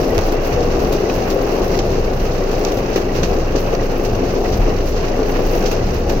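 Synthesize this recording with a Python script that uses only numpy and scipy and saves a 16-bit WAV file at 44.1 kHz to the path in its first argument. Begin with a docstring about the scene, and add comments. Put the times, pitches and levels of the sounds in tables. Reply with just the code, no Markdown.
"""A downpour drums on the steel roof of a car, heard from inside as it idles in a flooded street.
Rain patters on the glass, droplets fizz, fat drops splat; a steady leak plinks on the trim and one
hard drop clinks. The flood washes low through the body shell, which gives a few dull knocks.
Engine firings throb in the cabin air and the wiper motor hums once a sweep, sagging under load."""
import sys
import numpy as np
from scipy import signal
from scipy.fft import rfft, irfft
from scipy.io import wavfile
from scipy.ndimage import uniform_filter1d

SR = 44100
rng = np.random.default_rng(int(sys.argv[2]) if len(sys.argv) > 2 else 0)


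def digitize_waveform(pressure):
    """Quantize a signal to 16-bit integers and store it at the path in sys.argv[1].

    Rows of a 2-D input are taken as channels; values are limited to [-1, 1].
    """
    field = np.atleast_2d(pressure).T
    bounded = np.clip(field, -1, 1)
    quanta = np.round(bounded * 32767).astype(np.int16)
    wavfile.write(sys.argv[1], SR, quanta)


N = 273420
TIME_S = np.arange(N) / SR
FREQ_HZ = np.maximum(np.arange(N // 2 + 1) * SR / N, 1)

# rain on the roof: time_s, strength_db
ROOF_RAIN = [(0.0, 3.5), (0.45, 0.5), (0.7, 3.5), (1.4, 2), (1.85, 2), (2.2, -2.5), (2.55, 1.2),
             (3.1, -1.5), (3.3, 0.7), (3.85, -0.5), (4.65, 1.6), (4.8, -1.7), (5.1, -1.5), (5.4, -1),
             (5.65, 1.7), (5.85, -3), (5.97, -2.5), (6.2, 0)]
# roof response under its lining: freq_hz, gain_db
ROOF_RESPONSE = [(70, -17), (160, -8.5), (240, -8), (380, -2.5), (520, -2.5), (620, -3.5), (780, -9.5),
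                 (920, -16.5), (1250, -19.5), (2000, -37), (4000, -84)]
# panel and cabin resonances: freq_hz, width_hz, lift_db
PANEL_MODES = [(266.5, 27.7, 8.5), (351.6, 96, 6.5), (400.6, 51, 3.5), (440, 36, 4.5), (481.6, 19.6, 7.5),
               (514, 10, 5), (553, 10, 6.5), (720, 93, 3.5), (808, 15, 6.5), (1130, 144, 5.5)]
# roof balance: freq_hz, left_minus_right_db
ROOF_PAN = [(120, 4.5), (270, 2.5), (450, 4), (700, 8), (950, 11.5), (1400, -2)]
# dollops of water on the roof: start_s, level_db
DOLLOPS = [(.324, -25), (.59, -29), (.905, -23), (1.035, -24), (1.336, -29), (1.608, -17), (2.112, -18),
           (2.961, -11.5), (3.307, -19), (3.55, -16), (3.723, -20), (3.923, -23), (4.23, -26), (4.36, -26),
           (4.675, -19), (5.191, -16), (5.39, -16), (5.814, -19), (6.098, -21)]
# rain on the windows: time_s, strength_db
GLASS_RAIN = [(0, 1), (.9, 1.1), (1.85, 1), (2.2, -1), (2.55, 0.5), (3.1, -1.5), (3.5, 0.7), (3.9, -1),
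              (4.7, -.6), (5.05, 0.5), (5.65, 1), (5.95, -2), (6.2, 0)]
# window response to drops: freq_hz, left_db, right_db
GLASS_RESPONSE = [(482, 3.5, 10), (1520, 0.5, 1), (2300, -7.5, 0), (2737, -4.5, 3), (3400, -8.5, -13),
                  (4430, -7, -5.5), (6140, -12, -3), (7300, -20, -19), (9020, -39.5, -41.5),
                  (11370, -27, -31.5), (13000, -22, -38), (15400, -21, -38)]
# slap, crack and spray bands: low_hz, high_hz
DROP_BANDS = [(500, 3300), (3300, 9000), (9000, 17000)]
# finest spray on the glass: time_s, level_db
SPRAY = [(0.0, -43), (0.3, -45.5), (0.6, -46.5), (0.85, -39.5), (1.06, -48), (1.2, -43), (1.45, -43.5),
         (2.25, -46), (2.5, -42.5), (2.85, -46.5), (3.75, -46), (4.25, -47), (4.6, -43.5), (4.8, -47),
         (5.3, -43), (5.55, -41.5), (5.9, -46.5), (6.2, -46.5)]
# idle throb: time_s, level_db
IDLE = [(0.0, -27), (0.3, -18.5), (1.05, -25.5), (2.0, -18.5), (2.95, -23.5), (3.7, -20), (4.3, -21.5),
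        (5.7, -18.5), (6.2, -21.5)]
# flood and traffic through the body shell: freq_hz, gain_db
FLOOD_SPECTRUM = [(15, -16), (36, 3), (52, -5), (85, -7), (115, -3.5), (145, -9), (200, -6), (320, -18),
                  (1000, -76.5), (3000, -115)]
# low buffets, most as the wipers reverse: peak_s, length_s, lift_db
BUFFETS = [(.65, 0.33, 3), (1.92, .25, 1), (3.25, 0.17, 3), (4.137, 0.07, 4), (4.6, 0.11, 4), (5.9, 0.3, 3)]
# droplets on the near window: start_s, level_db
FLECKS = [(.099, -38), (.477, -35.5), (.829, -34), (1.342, -33), (1.426, -33), (1.486, -42), (1.679, -34),
          (1.774, -37), (3.593, -32), (3.977, -34), (4.155, -36), (4.57, -33.5), (5.468, -35), (5.515, -33),
          (5.56, -35), (5.942, -36)]
# drips on the trim: start_s, pitch_hz, level_db
DRIPS = [(.105, 1940, -33), (.371, 1930, -36), (1.056, 1980, -34), (1.745, 1970, -34), (2.42, 1960, -35),
         (3.091, 1940, -34), (3.795, 1940, -33), (4.451, 1930, -33), (5.139, 1960, -36), (5.81, 1990, -36)]
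# body knocks: start_s, pitch_hz, t60_s, level_db
KNOCKS = [(.179, 84.6, 0.12, -11.5), (0.871, 55.7, 0.54, -19), (4.595, 31, 0.31, -3)]
# fat drops on the glass: start_s, t60_s, slap_db, crack_db, spray_db, left_minus_right_db
SPLATS = [(0.1805, 0.003, -8, -12.5, -24, -3), (0.189, 0.011, -15, -30, -25, -11),
          (0.321, 0.096, -26, -34, -34, 0), (0.924, 0.12, -28, -29, -31, 3),
          (1.098, 0.016, -20, -41, -44, 5), (1.301, 0.13, -34, -26, -36, 5),
          (1.789, 0.069, -24, -22, -38, -1), (2.513, 0.072, -32, -32.5, -37, 0),
          (2.6496, 0.015, -40, -16, -25, -11), (2.72, 0.039, -31, -28, -35, 3),
          (2.77, 0.075, -32, -30.5, -37, 2), (2.959, 0.13, -19, -25.5, -31.5, 0),
          (3.15, 0.39, -29, -32.5, -52, -3), (3.231, 0.12, -22.5, -24, -38, -2),
          (3.556, 0.12, -27, -27.5, -41, -2), (3.7502, 0.024, -25, -24.5, -46, -4),
          (4.049, 0.13, -32, -29.5, -39, -3), (4.15, 0.067, -32, -32, -42, -4),
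          (4.444, 0.09, -25.5, -36, -48, 0), (4.886, 0.12, -35, -40, -36, -3),
          (5.625, .05, -29, -31, -37, 0), (5.658, 0.2, -31, -27.5, -38, -4.5),
          (5.713, 0.12, -25, -33, -34, 2), (6.095, 0.12, -26.5, -29, -37, -1)]
# wiper motor over one sweep: age_s, pitch_hz, gain_db
SWEEP = [(0, 73.44, -12), (.08, 70.2, -0.5), (.22, 68.48, -8), (.36, 56.5, -4.5), (.6, 54.38, -10)]
# trim modes under a hard drop: pitch_hz, t60_s, level_db
CLINK_MODES = [(1502, .06, -30), (2560, .04, -23.5), (3050, .022, -25), (3930, .025, -27)]


def undb(db):
    """Decibels to gain."""
    return 10 ** (np.asarray(db) / 20)


def unit(x):
    """Scale to rms 1."""
    return x / np.sqrt(np.mean(x ** 2))


def curves(table, at_s=TIME_S):
    """Table columns interpolated over time."""
    time_s, *columns = np.transpose(table)
    return [np.interp(at_s, time_s, column) for column in columns]


def spectrum(table):
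    """Table columns interpolated over log frequency."""
    hz, *columns = np.transpose(table)
    return np.array([np.interp(np.log(FREQ_HZ), np.log(hz), column) for column in columns])


def colour(x, gain_db):
    """Minimum-phase filter: rings after a blow."""
    cepstrum = irfft(gain_db * np.log(10) / 20, N)
    cepstrum[..., 1:N // 2] *= 2
    cepstrum[..., N // 2 + 1:] = 0
    return irfft(rfft(x) * np.exp(rfft(cepstrum)), N)


def band(x, low_hz, high_hz):
    """Steep band-pass."""
    return signal.sosfilt(signal.butter(4, [low_hz, high_hz], "band", fs=SR, output="sos"), x)


def walk(rate_hz):
    """Random steps, smoothed twice; rms 1."""
    hold = int(SR / rate_hz)
    steps = np.repeat(rng.standard_normal(N // hold + 1), hold)
    return unit(uniform_filter1d(uniform_filter1d(steps, hold), hold)[:N])


def fade(start_s, t60_s):
    """Exponential decay from start_s."""
    age_s = TIME_S - start_s
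    return (age_s >= 0) * np.exp(-np.log(1000) * np.clip(age_s / t60_s, 0, 2))


def ring(blows, pan_db):
    """One damped note a blow, pushed for about a cycle; positive pan is left."""
    notes = 0
    for start_s, hz, t60_s, db in blows:
        envelope = uniform_filter1d(fade(start_s, t60_s), size=int(SR / hz))
        notes = notes + undb(db) * envelope * np.sin(2 * np.pi * hz * (start_s - TIME_S))
    return notes * undb([[pan_db / 2], [-pan_db / 2]])


def drops(count, scatter_db, max_lag_ms=0):
    """Random impacts of uneven size, each reaching one side first."""
    when, side, size, sign = rng.random((count, 4)).T
    impulse = undb(-scatter_db * np.log(1 - .995 * size)) * np.sign(sign - .5)
    lag = (side - .5) * max_lag_ms * SR / 1000
    arrivals = [np.round(when * N + way * lag).astype(int) % N for way in (1, -1)]
    return np.array([np.bincount(arrival, impulse, N) for arrival in arrivals])


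def roof(level_db=-20, rain_db_per_db=0.8, flutter_db=0.58):
    """Dense drops drum on a damped steel panel; each dollop adds a brief burst."""
    panel_db = spectrum(ROOF_RESPONSE) + spectrum(ROOF_PAN) * np.array([[.5], [-.5]])
    modes_db = sum(db / (1 + (2 * (FREQ_HZ - hz) / width_hz) ** 2) for hz, width_hz, db in PANEL_MODES)
    drumming = unit(colour(drops(count=14000, scatter_db=1, max_lag_ms=0.29), panel_db + modes_db))
    dollops = uniform_filter1d(sum(undb(db) * fade(s, t60_s=0.13) for s, db in DOLLOPS), size=130)
    rain_db = rain_db_per_db * curves(ROOF_RAIN)[0]
    return drumming * (undb(level_db + rain_db + flutter_db * walk(16)) + dollops)


def flurries(t60_s):
    """Envelope of overlapping showers: fast rise, slower decay; rms 1."""
    bursts = np.abs(drops(count=700, scatter_db=2)[0])
    showers = signal.fftconvolve(bursts - bursts.mean(), fade(0, t60_s))[:N]
    return unit(uniform_filter1d(showers, size=420))


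def ticks(count, scatter_db, t60_s):
    """Drops break on glass, each a brief fizz scattered by the cabin."""
    power = signal.fftconvolve(drops(count, scatter_db)[0] ** 2, fade(0, t60_s / 2))[:N]
    fizz = unit(np.sqrt(np.abs(power))) * rng.standard_normal((2, N))
    return colour(fizz, spectrum(GLASS_RESPONSE))


def glass(patter_db=-29.5, spray_trim_db=-0.2, flurry_db=1.2, spray_flurry_db=2):
    """Showers on the windows: large drops slap, small ones crackle, the finest spray."""
    swell_db = flurry_db * flurries(t60_s=0.14)
    slap = band(ticks(count=18000, scatter_db=2.4, t60_s=.05), *DROP_BANDS[0])
    crack = band(ticks(count=14000, scatter_db=3.2, t60_s=.038), *DROP_BANDS[1])
    spray = band(ticks(count=16000, scatter_db=3.2, t60_s=.05), *DROP_BANDS[2])
    gust = walk(16)
    patter = unit(slap * undb(swell_db + 0.7 * walk(18)) + crack * undb(swell_db + 0.9 * gust))
    patter *= undb(patter_db + curves(GLASS_RAIN)[0])
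    spray = unit(spray * undb(swell_db + 0.53 * gust + spray_flurry_db * flurries(t60_s=0.25)))
    return patter + spray * undb(spray_trim_db + curves(SPRAY)[0])


def engine(firing_hz=24.85, octave_db=-19, waver_db=1.1):
    """Each firing pumps the cabin air: a slightly uneven throb."""
    phase = 2 * np.pi * np.cumsum(firing_hz * (1 + 0.013 * walk(7.84))) / SR
    throb = unit(np.sin(phase) + undb(octave_db) * np.sin(2 * phase))
    return throb * undb(curves(IDLE)[0] + waver_db * walk(5.1))


def flood(level_db=-24.5, surge_db=0.8, side_db=-18):
    """The body shell passes only the street's low wash, with its surges; low buffets shake it, most as the
    wipers reverse."""
    mid, side = unit(colour(rng.standard_normal((2, N)), spectrum(FLOOD_SPECTRUM)))
    wash = mid + undb(side_db) * side * np.array([[1], [-1]])
    buffet_db = sum(db * np.exp(-(2 * (TIME_S - s) / length_s) ** 2) for s, length_s, db in BUFFETS)
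    return wash * undb(level_db + surge_db * walk(14) + buffet_db)


def flecks(t60_s=0.048):
    """Droplets burst on the near window in a short, bright fizz."""
    fizz = unit(band(ticks(count=30000, scatter_db=1.5, t60_s=.004), low_hz=10800, high_hz=17000))
    return fizz * uniform_filter1d(sum(undb(db) * fade(s, t60_s) for s, db in FLECKS), size=200)


def drips(t60_s=.07):
    """Drips, most from one steady leak, ring the trim on the right."""
    return ring([(s, hz, t60_s, db) for s, hz, db in DRIPS], pan_db=-18.5)


def knocks():
    """The car body knocks: low, damped notes."""
    return ring(KNOCKS, pan_db=1)


def splats():
    """Fat drops shatter on the glass into droplet clouds: slap, crack and spray."""
    cloud = ticks(count=60000, scatter_db=0.3, t60_s=0.0045)
    envelopes = np.array([uniform_filter1d(fade(s, t60_s), size=int(SR * t60_s / 24))
                          for s, t60_s, *_ in SPLATS])
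    _, _, *levels_db, pan_db = np.transpose(SPLATS)
    sides_db = np.array([pan_db, -pan_db]) / 2
    return sum(unit(band(cloud, *edges_hz)) * (undb(db + sides_db) @ envelopes)
               for edges_hz, db in zip(DROP_BANDS, levels_db))


def wipers(first_s=.495, period_s=1.326, level_db=-23, rub_db=-2, octave_db=-11):
    """The motor hum sags as the blades take load; rubber shudders over wet glass."""
    age_s = (TIME_S - first_s) % period_s
    motor_hz, swell_db = curves(SWEEP, age_s)
    phase = 2 * np.pi * np.cumsum(motor_hz * (1 + 0.029 * walk(25))) / SR
    hum = np.sqrt(2) * (np.sin(phase) + undb(octave_db) * np.sin(2 * phase))
    rub = unit(band(rng.standard_normal(N), low_hz=42.5, high_hz=163))
    moving = uniform_filter1d(1. * (age_s < SWEEP[-1][0]), size=1500)
    return moving * undb(level_db + swell_db) * (hum + undb(rub_db) * rub)


def clink(start_s=1.099):
    """One hard drop rings several trim modes at once."""
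    return ring([(start_s, *mode) for mode in CLINK_MODES], pan_db=-2)


def scene():
    """Rain on the car over its machinery and the flood; stereo."""
    rain = roof() + glass() + splats() + flecks()
    return rain + drips() + clink() + knocks() + wipers() + engine() + flood()


def record(dry, ceiling=.85, cutoff_hz=15750):
    """Soft peak limiter, then a steep low-pass."""
    rounded = dry / (1 + (dry / ceiling) ** 6) ** (1 / 6)
    return signal.sosfilt(signal.ellip(10, .1, 80, cutoff_hz, fs=SR, output="sos"), rounded)


dry = scene()
out = record(dry)
digitize_waveform(out)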